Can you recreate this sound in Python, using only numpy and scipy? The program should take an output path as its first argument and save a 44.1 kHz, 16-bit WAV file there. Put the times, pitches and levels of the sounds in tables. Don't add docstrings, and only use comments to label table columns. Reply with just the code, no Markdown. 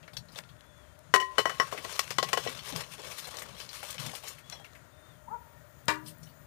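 import sys
import numpy as np
from scipy import signal
from scipy.fft import rfft, irfft
from scipy.io import wavfile
from scipy.ndimage import uniform_filter1d

SR = 44100
rng = np.random.default_rng(int(sys.argv[2]) if len(sys.argv) > 2 else 0)


def volts_from_db(level):
    exponent = np.asarray(level, float) / 20
    return 10 ** exponent


def store_pcm(level_fs):
    pcm = np.round(np.clip(level_fs, -1, 1) * 32767).astype(np.int16)
    wavfile.write(sys.argv[1], SR, np.atleast_2d(pcm).T)


N = 285131

# pitch_hz, density_db [dB per Hz]
GARDEN = [(12, -75.5), (20, -31.5), (59, -11), (113, -1.5), (202, -17), (274, -10), (316, -13.5),
          (616, -14.5), (748, -14.5), (814, -17.5), (1420, -13), (2850, -25.5), (3460, -25), (4840, -29),
          (15600, -34)]
# pitch_hz, width_hz, level_db
BURNER = [(72, 44, -66.5), (605, 77, -69), (940, 190, -77.5), (1391, 38, -77), (1856, 67, -77),
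          (6770, 1300, -78.5), (9200, 500, -81.5)]
# peak_s, level_db, rise_s, fall_s
GUSTS = [(.3, -52.5, 0.45, 0.65), (1.15, -45, 0.071, 0.044), (1.39, -32, 0.012, 0.034),
         (1.46, -49.5, .04, 0.62), (2.12, -43.5, 0.044, 0.89), (2.47, -42, 0.43, 0.06),
         (2.735, -43, 0.055, 0.31), (3.65, -49.5, 1, 0.067), (4.08, -42, 0.26, 0.09),
         (4.66, -57, 0.49, 0.057), (5.33, -53, 0.37, 0.037), (5.68, -59, .5, 0.38), (5.9, -48, 0.087, 1.6),
         (6.42, -52, 0.46, .4)]
# time_s, level_db
INSECTS = [
    (0, -99),
    (4.7, -80),
    (5.4, -70),
    (6.47, -66.5),
]
GARDEN_DB, FLAME_DB = -59.5, -63

# start_s, level_db, pitch_hz, thud_db, fizz_db
RATTLES = [(0.028, -38.5, 2670, -2.5, -24), (0.078, -33, 1720, -5.5, -21), (0.133, -37, 3570, -2, -12),
           (0.1683, -21.5, 4430, -12.5, -14), (0.285, -39, 4160, -3, -18), (0.3197, -39.5, 4940, -7, -12),
           (0.3577, -29.5, 3450, -1, -21), (0.385, -28.5, 1740, 1, -14), (0.435, -48, 3500, -10, -25),
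           (0.4893, -40.5, 3430, -17, -17), (0.6394, -46, 1430, -12, -21), (4.596, -51, 3200, 15, -5),
           (6.231, -36, 5660, -25, -19), (6.2694, -46.5, 3020, -20, -18), (6.289, -50, 4570, -16, -22)]
# start_s, level_db, pitch_hz, thud_db, fizz_db
TUMBLES = [(1.776, -19.5, 2120, -10.5, -19), (2.285, -26, 2280, 0.5, -9), (2.5905, -32, 3120, -16, -21),
           (2.724, -33, 2980, 2, -23), (2.7616, -23.5, 3200, -21, -7), (3.269, -33, 1730, 7, -4),
           (3.3697, -28, 5800, -4, -12.5), (3.3888, -39, 3100, 3, 2.5), (3.419, -27, 1890, -2, -8),
           (3.6907, -27, 4460, -25, -19), (3.8277, -30, 2340, 4.5, -7), (3.903, -27.5, 3380, -23, -3),
           (3.9812, -25, 2670, -16, -24), (4.0596, -28, 3470, 3.5, -7), (4.15, -31.5, 2760, -3, -3),
           (4.2344, -31, 3160, 4.5, -9.5), (4.383, -35, 2000, -22, -12), (4.497, -47, 4400, -11, -4),
           (4.5238, -34, 2050, 7, -18), (4.645, -31, 2200, -12, -18), (4.7324, -53, 1900, -15, -11),
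           (4.7514, -35.5, 2030, -11, -17), (1.5472, -36, 1680, -10, -12), (1.7133, -31, 1730, -12, -12),
           (2.6432, -34, 3120, -15, -13), (3.1835, -35, 3450, -7, -6), (3.3403, -33, 2050, 3, -10),
           (3.5865, -34, 4070, -15, -11), (4.0934, -32, 2390, -4, -10), (4.279, -34, 7050, -15, 0.5)]
KNOCK_T60_S, KNOCK_DB, SOFTER_LONGER = 0.094, -30, 0.26
KNOCK_RISE_S, FIZZ_RISE_S, KNOCK_TICK_DB = 0.0012, 0.0041, -7

# pitch_hz, level_db
BASKET = [(1130, -6), (2245, -6.5), (2700, -3.5), (3060, -1.5), (3380, -3), (3600, -8.5), (4090, -0.5),
          (4400, -2), (4920, -1.5), (5200, -3), (5560, 1), (5950, -4), (6500, -9), (7250, -7.5)]
# start_s, level_db, brightest_hz, t60_s
JINGLES = [(.078, -52, 2500, .05), (.134, -53, 4500, 0.037), (0.1688, -38.5, 4170, 0.078),
           (0.437, -58, 3600, .04), (1.1395, -38, 3500, 0.05), (1.3816, -34, 4000, 0.08),
           (1.6002, -37.5, 4500, .07), (1.9357, -44, 5160, 0.05), (1.994, -27.5, 4600, .045),
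           (2.107, -42, 5000, 0.086), (2.1849, -33, 4200, 0.065), (2.2286, -33, 4470, .08),
           (2.288, -42, 3000, 0.046), (2.332, -33.5, 4500, 0.047), (2.374, -37, 3000, .07),
           (2.475, -37, 3000, 0.079), (2.591, -43, 3000, .06), (2.761, -36.5, 3000, 0.058),
           (2.838, -47, 2900, 0.057), (2.992, -54.5, 4950, 0.09), (3.6024, -44.5, 3300, 0.077),
           (3.6907, -46, 4400, .07), (3.9804, -44, 2750, .1), (4.093, -45, 2700, 0.054),
           (4.2793, -46, 3300, .07), (4.525, -49, 4500, 0.096), (5.8829, -34, 5400, 0.037),
           (5.91, -50, 4500, .07), (6.062, -55, 4600, 0.12)]
CHATTER_T60_S, JINGLE_SLOPE_DB, JINGLE_SPREAD_DB = 0.0098, -12, 3.5

# start_s, level_db
SPITS = [(.255, -60.5), (.665, -61), (.779, -62), (0.991, -52), (5.857, -51), (5.941, -51), (6.184, -57)]

# pitch_hz, density_db [dB per Hz]
SCRAPE = [(150, -39), (250, -19.5), (593, -3.5), (729, -12), (1140, 0.5), (1290, -1), (2800, -2.5),
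          (7640, -6.5), (9560, 0.5), (15500, -3.5)]
# peak_s, scrape_db, rise_s, fall_s, brightness_db
SHAKES = [(0.382, -38.5, 0.046, 0.025, 2), (1.24, -63, .03, 0.11, -12), (1.404, -38, 0.066, 0.02, -7),
          (1.69, -43.5, 0.57, 1, -1.5), (1.95, -39, 0.24, 0.37, 2), (2.39, -36.5, 0.16, 0.3, -0.5),
          (2.5, -38.5, 0.077, 0.22, 0.5), (2.664, -37, 0.054, 0.22, 1.5), (2.738, -41, 0.047, 0.2, -7.5),
          (2.805, -36.5, 0.064, 0.048, 0.5), (2.936, -43.5, 0.11, 0.082, 4), (3.0, -45.5, .06, 0.091, -6),
          (3.075, -40, 0.12, 0.11, 0.5), (3.12, -39, 0.06, 0.11, 2), (3.19, -41.5, 0.07, 0.12, 6.5),
          (3.265, -40, 0.15, .08, -1), (3.31, -46, .04, 0.047, 6), (3.38, -39.5, 0.12, 0.15, -3),
          (3.465, -46, .04, 0.14, -3), (3.55, -48, 0.11, 0.089, -1.5), (3.613, -41.5, 0.11, 0.14, 1),
          (3.734, -41, 0.038, 0.21, 4), (3.835, -40, 0.037, 0.073, 3), (3.902, -37, 0.097, 0.071, 3),
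          (3.948, -42, 0.022, 0.042, -1), (4.001, -37.5, 0.023, 0.19, 3), (4.065, -37, 0.04, 0.055, 1),
          (4.1, -40.5, .02, .06, -1), (4.162, -40.5, 0.066, 0.074, 4.5), (4.24, -43, .02, 0.067, -2),
          (4.284, -41.5, 0.085, 0.13, 3.5), (4.535, -47, 0.091, .12, -2), (4.656, -60, 0.073, 0.17, 2)]
# peak_s, scrape_db, rise_s, fall_s, brightness_db
SETTLING = [
    (6.08, -48.5, 0.032, 0.043, 16.4),
    (6.237, -61, 0.035, 0.065, 14.6),
]
THUD_DB, FIZZ_DB = -10.5, -9.5
PATCHY_DB, SINGING_DB, SINGING_WIDTH_HZ = 2.8, -14, 39

# start_s, level_db, pitch_hz
SNAPS = [(0.3879, -28.5, 2000), (.608, -45, 3300), (2.078, -34, 1800), (2.689, -33, 4980),
         (2.7247, -29.5, 3000), (2.7614, -26, 2500), (3.0187, -38, 7000), (3.194, -31.5, 4000),
         (3.311, -35, 7000), (3.3698, -29.5, 5700), (3.3873, -31.5, 3500), (3.42, -34, 3000),
         (3.4628, -36.5, 2000), (3.8303, -30.5, 1500), (3.944, -35, 4500), (4.0645, -30, 3400),
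         (4.152, -29, 3500), (4.3848, -48, 2000), (4.499, -31.5, 5000), (4.5233, -43, 2300),
         (4.5977, -47, 1800), (4.6447, -50, 2200), (4.734, -47.5, 4200), (1.1396, -18, 1300),
         (1.1415, -18, 800), (1.1618, -17, 1400), (2.1845, -19, 1530), (2.332, -23, 1800),
         (5.883, -21, 1000), (5.897, -29, 1100), (5.912, -27, 1000), (.991, -53, 3500), (.566, -55, 1700),
         (1.1475, -22, 650)]
SNAP_T60_S = 0.011

# start_s, length_s, first_hz, last_hz, level_db
BIRD = [
    (0.565, 0.36, 3442, 3150, -69),
    (4.434, .2, 3390, 3220, -58.5),
    (4.915, 0.3, 3610, 3080, -70),
]
BEND_FROM, BEND_SPAN, SCOOP, SCOOP_S, NOTE_SWELL = 0.6, 0.25, 0.1, 0.004, 0.25

# start_s, main_mode_db [1030 Hz], main_mode_t60_s, next_mode_db [1916 Hz], hardness_db
FREE_CLINKS = [
    (1.1393, -19, 0.18, -6, -3),
    (1.1605, -22, 0.44, -7.5, -23),
    (1.2005, -41.5, 0.32, 3, 10),
    (1.2248, -44.5, 0.15, 7.5, 5),
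]
# start_s, main_mode_db [1030 Hz], main_mode_t60_s, next_mode_db [1916 Hz],
# hardness_db
LEANING_CLINKS = [(1.383, -27.5, 0.23, -10.5, 3.5), (1.457, -25.5, 0.18, -4, -6),
                  (1.495, -40.5, 0.47, -7, 0), (1.599, -18, 0.14, -11, -11),
                  (1.726, -27.5, 0.047, -22, -19), (1.8488, -31, 0.039, -12, -10),
                  (1.993, -27.5, 0.064, -18, -16), (2.185, -21, 0.12, -16, -11),
                  (2.2269, -29.5, 0.18, -9, -6), (2.3327, -23.5, 0.1, -9.5, -5),
                  (2.372, -32.5, 0.19, -9, -2), (2.4725, -39.5, 0.17, -1.5, -1)]
# [of the main mode's time, given with each clink; main mode 1030 Hz]
BOWL = [(387.3, -15, 0.97), (644, -11, 0.31), (1030.4, -3, 1.09), (1916, 4, 0.66), (2980, 1, 0.44),
        (4220, -7, 0.48), (4660, -14, 0.3), (5600, -7, 0.5), (5730, -19, 0.44), (6700, -53, .4),
        (7100, -45, 0.53)]
# time_s, pitch_hz
LEANING = [(1.38, 1079), (1.6, 1086), (2.0, 1094), (2.2, 1089), (2.47, 1079)]
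LEAN_DB = -22
UPPER_DB = -8.5
SPLIT, SPLIT_DB = 0.0124, -11.5
FREE_CHOKE_DB, LEAN_CHOKE_DB = -1.5, -9

# start_s, crack_db, thud_db, body_db, t60_s
BLOWS = [(1.1397, -19, -4.5, 2, 0.14), (1.149, -50, -17, 22, 0.12), (1.16, -48, 9, -2, 0.096),
         (1.2008, -34.5, -4, -2, 0.24), (1.3817, -22, -2.5, 3, 0.17), (1.391, -36, 13, 15, 0.027),
         (1.4551, -34, 4.5, 7, 0.16), (1.4952, -36.5, -4, 3, 0.28), (1.5989, -30, -1.5, 9, 0.2),
         (1.671, -44.5, -19, 0, 0.28), (1.724, -39, -3, -2.5, 0.64), (1.8494, -35.5, -1.5, -2, 0.15),
         (1.894, -40, -16, 0, 0.14), (1.9927, -16.5, -21, -10, 0.074), (2.1059, -24, -10.5, -4.5, 0.11),
         (2.184, -24, -3, 1, 0.095), (2.2286, -25.5, -3, -4.5, 0.14), (2.3307, -22.5, -1.5, -1, 0.093),
         (2.374, -30, 2, 0.5, 0.13), (2.439, -34, -22, -14, 0.064), (2.464, -46, 14, -15, 0.1),
         (2.4723, -42.5, 8.5, -6, 0.047), (5.881, -26, -5.5, -1.5, 0.23)]
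# low_hz, high_hz
BANDS = [
    (2100, 7000),
    (410, 800),
    (1100, 2100),
    (7000, 15600),
]
BLOW_FIZZ_DB, HARD_CONTACT = -3.5, 5.0

# start_s, level_db, pitch_hz
THUMPS = [(1.78, -45, 330), (2.478, -39.5, 230), (2.722, -34, 280), (3.445, -52, 230), (3.83, -42, 600),
          (4.06, -40.5, 237), (4.132, -40, 695)]
THUMP_T60_S, THUMP_RISE_S = 0.084, 0.0043

# time_s, pitch_hz, effort_db
BARK = [
    (5.272, 290, -30),
    (5.285, 321, -8),
    (5.297, 384.4, -14),
    (5.315, 439.7, -2.5),
    (5.345, 490, 0.5),
    (5.364, 460, -5),
    (5.38, 406, -22),
]
# pitch_hz, width_hz, level_db
THROAT = [(460, 300, -14), (935, 225, 8), (1330, 340, -8.5), (1750, 350, -24)]
BARK_DB, BARK_JITTER, BARK_HOARSE = -43.5, 0.015, 1.2

# pitch_hz, level_db, t60_s
POT = [(309, 0, 0.43), (392.7, -8.5, 0.36), (600, -10.5, 0.28), (920, -4, 0.22), (1044, 10, 0.084),
       (1183, -2.5, 0.3), (975, -7, 0.23), (1102, 0, .18), (1680, -2.5, 0.28), (1784, -2, 0.24),
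       (1930, -6.5, 0.31), (1421, -10, 0.25), (2530, -9, 0.078), (2777, -11, 0.28)]
POT_S, POT_DB = 5.882, -30

# pitch_hz, level_db
AIR = [(9000, -1.5), (10500, -6)]
EDGE_HZ = 15400


def evened(x):
    return x / np.sqrt(np.mean(x ** 2) + 1e-20)


def add(mix, s, sound):
    part = mix[round(s * SR):][:len(sound)]
    part += sound[:len(part)]


def colour(x, points):
    f, db = np.transpose(points)
    hz = np.fft.rfftfreq(len(x), 1 / SR)
    gain = volts_from_db(np.interp(np.log(hz + 1), np.log(f + 1), db))
    return irfft(rfft(x) * gain, len(x))


def band(x, edges):
    return signal.sosfilt(signal.butter(3, edges, "bandpass", fs=SR, output="sos"), x)


def resonate(x, hz, width):
    return signal.lfilter(*signal.iirpeak(hz, hz / width, SR), x)


def resonate_twice(x, hz, width):
    return resonate(resonate(x, hz, width), hz, width)


def fuzz(hz, width):
    return evened(resonate_twice(rng.standard_normal(N), hz, width))


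def full(slow):
    return np.interp(np.arange(N) / 64, np.arange(len(slow)), slow)


def wander(rate):
    steps = rng.standard_normal(N // 64 + 2)
    return evened(full(signal.lfilter(*signal.butter(2, rate, fs=SR / 64), steps)))


def swells(rows):
    s, db, rise, drop = np.transpose(rows)[:4, :, None]
    t = np.arange(0, N + 64, 64) / SR - s
    return volts_from_db(db - 20 * np.where(t < 0, -t / rise, t / drop))


def ring(hz, db, t60, length):
    t = np.arange(length)[:, None] / SR
    return (volts_from_db(db - 60 * t / t60) * np.sin(2 * np.pi * hz * t)).sum(1)


def fall(db, t60, tick_db):
    t = np.arange(8000) / SR
    return volts_from_db(db - 60 * t / np.clip(t60, .01, .3)) + volts_from_db(db + tick_db - 60 * t / 0.0042)


def yard(x, t60, wet_db):
    t = np.arange(20000) / SR
    sparse = rng.standard_normal(len(t)) * (rng.random(len(t)) < .03)
    taps = sparse * volts_from_db(-60 * t / t60) * (t > .012)
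    return x + volts_from_db(wet_db) * signal.oaconvolve(x, taps / np.linalg.norm(taps))[:N]


def garden():
    wash = volts_from_db(GARDEN_DB - 2.5 + .9 * wander(3)) * evened(colour(rng.standard_normal(N), GARDEN))
    flame = full(swells(GUSTS).max(axis=0)) + volts_from_db(FLAME_DB)
    rumble = fuzz(126.4, 25) + fuzz(155, 37) + 0.42 * fuzz(212, 83)
    wash += flame * volts_from_db(-11.5 + 3.06 * wander(9.3)) * rumble
    for hz, width, db in BURNER:
        wash += volts_from_db(db + 2.0 * wander(5.6)) * fuzz(hz, width)
    insect_db = np.interp(np.arange(N) / SR, *np.transpose(INSECTS), -110, -110)
    hiss = evened(resonate(rng.standard_normal(N), 15500, 1500))
    return wash + volts_from_db(insect_db + 1.5 * wander(30)) * hiss


def ticks():
    out, grit = np.zeros(N), rng.standard_normal((60, 8000))
    t = np.arange(8000) / SR
    for (s, db, hz, thud_db, fizz_db), noise in zip(RATTLES + TUMBLES, grit):
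        t60 = KNOCK_T60_S * volts_from_db(SOFTER_LONGER * (KNOCK_DB - db))
        burst = noise * fall(db - 8, t60, KNOCK_TICK_DB) * np.minimum(t / KNOCK_RISE_S, 1)
        click = volts_from_db(db + 6) * resonate_twice(t == 0, hz, 3000)
        metal = resonate(burst, hz, 285)
        metal = metal + 0.29 * resonate(burst, 0.76 * hz, 300) + 0.5 * resonate(burst, 1.226 * hz, 220)
        ping = 2.52 * resonate(metal, hz, 2300) + 0.33 * band(burst, (1300, 7000))
        thud = volts_from_db(thud_db + 6) * band(burst, (480, 950))
        fizz = volts_from_db(fizz_db + 8) * np.minimum(t / FIZZ_RISE_S, 1) * band(burst, (5000, 15000))
        add(out, s, click + ping + thud + fizz)
    return out


def basket():
    out, (hz, db) = np.zeros(N), np.tile(np.transpose(BASKET), 2)
    chatter = rng.standard_normal((40, 600)) * volts_from_db(-60 * np.arange(600) / SR / CHATTER_T60_S)
    chance = rng.standard_normal((40, 3, len(hz)))
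    for (s, knock_db, top_hz, t60), (spot, tune, last), rap in zip(JINGLES, chance, chatter):
        octaves_off = abs(np.log2(hz / top_hz))
        mode_db = knock_db - 3.5 + db + JINGLE_SLOPE_DB * octaves_off + JINGLE_SPREAD_DB * spot
        modes = ring(hz * (1 + .02 * tune), mode_db, np.clip(t60, .02, .2) * volts_from_db(1.8 * last), 4000)
        add(out, s, signal.fftconvolve(modes, rap / np.linalg.norm(rap)))
    return out


def oil():
    out = np.zeros(N)
    for (s, db), noise in zip(SPITS, rng.standard_normal((20, 8000))):
        add(out, s, noise * fall(db, 0.01, 1))
    return band(out, (6500, 15000))


def fries():
    z = rng.standard_normal((N // 64 + 5, 129, 3))
    patches = evened(uniform_filter1d(uniform_filter1d(z[..., 2], 22, 0), 2, 1))
    spectra = (z[..., 0] + 1j * z[..., 1]) * volts_from_db(PATCHY_DB * patches)
    rub = signal.istft(spectra.T, nperseg=256, noverlap=192)[1][:N]
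    sizes = volts_from_db(4.3 * np.minimum(rng.exponential(1, N), 3.2))
    grains = sizes * (rng.random(N) < 2500 / SR) * rng.standard_normal(N)
    unsteady = volts_from_db(1.63 * wander(28.5) + 1.2 * wander(73))
    rub = colour((evened(rub) + 0.66 * evened(grains)) * unsteady, SCRAPE)
    t, singing = np.arange(N) / SR, np.zeros(N)
    for k, (hz, db) in enumerate(BASKET):
        drift_db = 1.7 * np.sin(k * 1.696 + t * (9 + k))
        singing += volts_from_db(db + drift_db) * resonate(rub, hz, SINGING_WIDTH_HZ)
    rub = evened(rub) + volts_from_db(SINGING_DB) * evened(singing)
    strokes, bright_db = swells(SHAKES + SETTLING), np.transpose(SHAKES + SETTLING)[4]
    tilts = (0 * bright_db, THUD_DB - bright_db, FIZZ_DB + bright_db)
    scrape, thud, fizz = (full(np.sqrt(volts_from_db(2 * db) @ strokes ** 2)) for db in tilts)
    parts = [(0.49 * scrape, (900, 3500)), (thud, (300, 900)), (fizz, BANDS[3]),
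             (0.82 * np.sqrt(scrape * fizz), (3500, 7000))]
    return volts_from_db(-1.5) * sum(uniform_filter1d(g, 200) * evened(band(rub, e)) for g, e in parts)


def snaps():
    out, t = np.zeros(N), np.arange(800) / SR
    for (s, db, hz), noise in zip(SNAPS, rng.standard_normal((40, 800))):
        burst = resonate(((t == 0) * 1.9 + noise) * volts_from_db(-60 * t / SNAP_T60_S), hz, 1.03 * hz)
        add(out, s, volts_from_db(db + 2) * burst / abs(burst).max())
    return out


def bird():
    out, quaver = np.zeros(N), wander(38)
    for s, length, held_hz, last_hz, db in BIRD:
        u = np.linspace(0, 1, round(length * SR))
        shake = quaver[round(s * SR):][:len(u)]
        bend = np.sin(np.pi / 2 * np.clip((u - BEND_FROM) / BEND_SPAN, 0, 1)) ** 2
        scoop = SCOOP * np.exp(-u * length / SCOOP_S)
        hz = (held_hz + (last_hz - held_hz) * bend) * (1 - scoop + 0.0044 * shake)
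        swell_db = 4.5 * np.exp(-((u - BEND_FROM) / .08) ** 2)
        level = volts_from_db(db - 1 + 1.8 * shake - 5 * bend + swell_db) * np.sin(np.pi * u) ** NOTE_SWELL
        add(out, s, level * np.sin(2 * np.pi * np.cumsum(hz) / SR))
    return yard(out, .25, -5)


def bowl():
    out, (hz, db, share) = np.zeros(N), np.transpose(BOWL)
    chance, t = rng.standard_normal((40, len(BOWL))), np.arange(9000) / SR
    clinks = FREE_CLINKS + LEANING_CLINKS
    nexts = [row[0] for row in clinks[1:]] + [N / SR]
    for i, ((s, ring_db, t60, next_mode_db, hard_db), spot, then) in enumerate(zip(clinks, chance, nexts)):
        leaning = i >= len(FREE_CLINKS)
        tuned = hz
        if leaning:
            lean_hz = np.interp(s, *np.transpose(LEANING))
            tuned = np.sqrt(hz ** 2 + (lean_hz ** 2 - hz[2] ** 2) * np.where(hz < hz[2], .35, .9))
        upper_db = hard_db + UPPER_DB + 4.5 * spot[5:]
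        mode_db = ring_db + db + np.r_[2 * spot[0] + LEAN_DB * leaning, 3 * spot[1], 0,
                                       next_mode_db, hard_db, upper_db]
        choke_db = LEAN_CHOKE_DB if leaning else FREE_CHOKE_DB
        choke = volts_from_db(choke_db * np.clip((t + s - then) / 0.0046, 0, 1))
        lasts = np.clip(t60, .03, .6) * share
        main = ring(tuned * (1 + 0.0014 * spot), mode_db + 0.5, lasts, 9000)
        twin = ring(tuned * (1 + SPLIT * spot[::-1]), mode_db + SPLIT_DB, 1.26 * lasts, 9000)
        add(out, s, choke * (main + twin))
    return out


def blows():
    shape = np.zeros((4, N))
    for s, db, thud_db, body_db, t60 in BLOWS:
        parts_db = (0, thud_db + 8.5, body_db + 5.5, BLOW_FIZZ_DB)
        for row, part_db, lasts in zip(shape, parts_db, (0.9, 0.51, 0.55, 0.89)):
            add(row, s, fall(db + part_db - 9.5, t60 * lasts, -14.5))
    first = np.isin(np.arange(N), [round(row[0] * SR) + 9 for row in BLOWS])
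    rattle = rng.standard_normal(N) * volts_from_db(1.96 * wander(117)) + HARD_CONTACT * first
    rattle = colour(rattle, [(250, 19), (2500, -3), (15000, -10)])
    return sum(band(row * rattle, e) / np.std(band(rattle, e)) for row, e in zip(shape, BANDS))


def thumps():
    out, t = np.zeros(N), np.arange(5000) / SR
    for (s, db, hz), noise in zip(THUMPS, rng.standard_normal((20, 5000))):
        puff = evened(resonate_twice(noise, hz, 0.58 * hz))
        add(out, s, volts_from_db(db - 60 * t / THUMP_T60_S) * np.minimum(t / THUMP_RISE_S, 1) * puff)
    return out


def dog():
    s, hz, db = np.transpose(BARK)
    t = np.arange(N) / SR
    turns = np.cumsum(np.interp(t, s, hz) * (1 + BARK_JITTER * wander(115))) / SR
    folds = BARK_HOARSE * rng.standard_normal(N)
    for k in range(1, 6):
        rough = volts_from_db(.9 * (k > 2) * k * wander(45))
        folds += rough * np.cos(2 * np.pi * k * turns)
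    throat = sum((-1) ** k * volts_from_db(d) * resonate_twice(folds, f, w) for k, (f, w, d) in enumerate(THROAT))
    effort = uniform_filter1d(volts_from_db(BARK_DB + np.interp(t, s, db, -90, -90)), 150)
    return yard(effort * throat, 0.62, -11)


def pot():
    out, (hz, db, t60) = np.zeros(N), np.transpose(POT)
    crowd = np.sort(rng.uniform(880, 9000, 220))
    crowd_db = POT_DB - 7.5 - 7.3 * np.log2(crowd / 1000) + 2 * rng.standard_normal(220)
    twin = 1 + 0.027 * rng.uniform(-0.81, 1, len(hz))
    chatter = rng.standard_normal(1500) * volts_from_db(-60 * np.arange(1500) / SR / 0.028)
    clatter = ring(crowd, crowd_db, 0.34 * (crowd / 1000) ** -.7, 16000)
    add(out, POT_S, signal.fftconvolve(clatter, chatter / np.linalg.norm(chatter)))
    strong = ring(hz, db + POT_DB, t60, 24000)
    strong -= ring(hz * twin, db + POT_DB - 4.5, 0.92 * t60, 24000)
    add(out, POT_S, strong * np.minimum(np.arange(24000) / 90, 1))
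    return out


def scene():
    near = band(bowl() + pot(), (110, 16000)) + blows() + ticks() + fries()
    near = near + basket() + snaps() + thumps()
    far = garden() + bird() + dog() + oil()
    mono = yard(colour(near, AIR), 0.078, -16.5) + far
    return np.array([2 * mono, 0 * mono])


def band_limit(x):
    return signal.sosfilt(signal.butter(12, 16640, fs=SR, output="sos"), x)


def record(dry):
    edge = signal.firwin(401, EDGE_HZ, window=("kaiser", 5), fs=SR)
    mix = signal.oaconvolve(dry, edge[None], "same")
    return band_limit(mix)


dry = scene()
out = record(dry)
store_pcm(out)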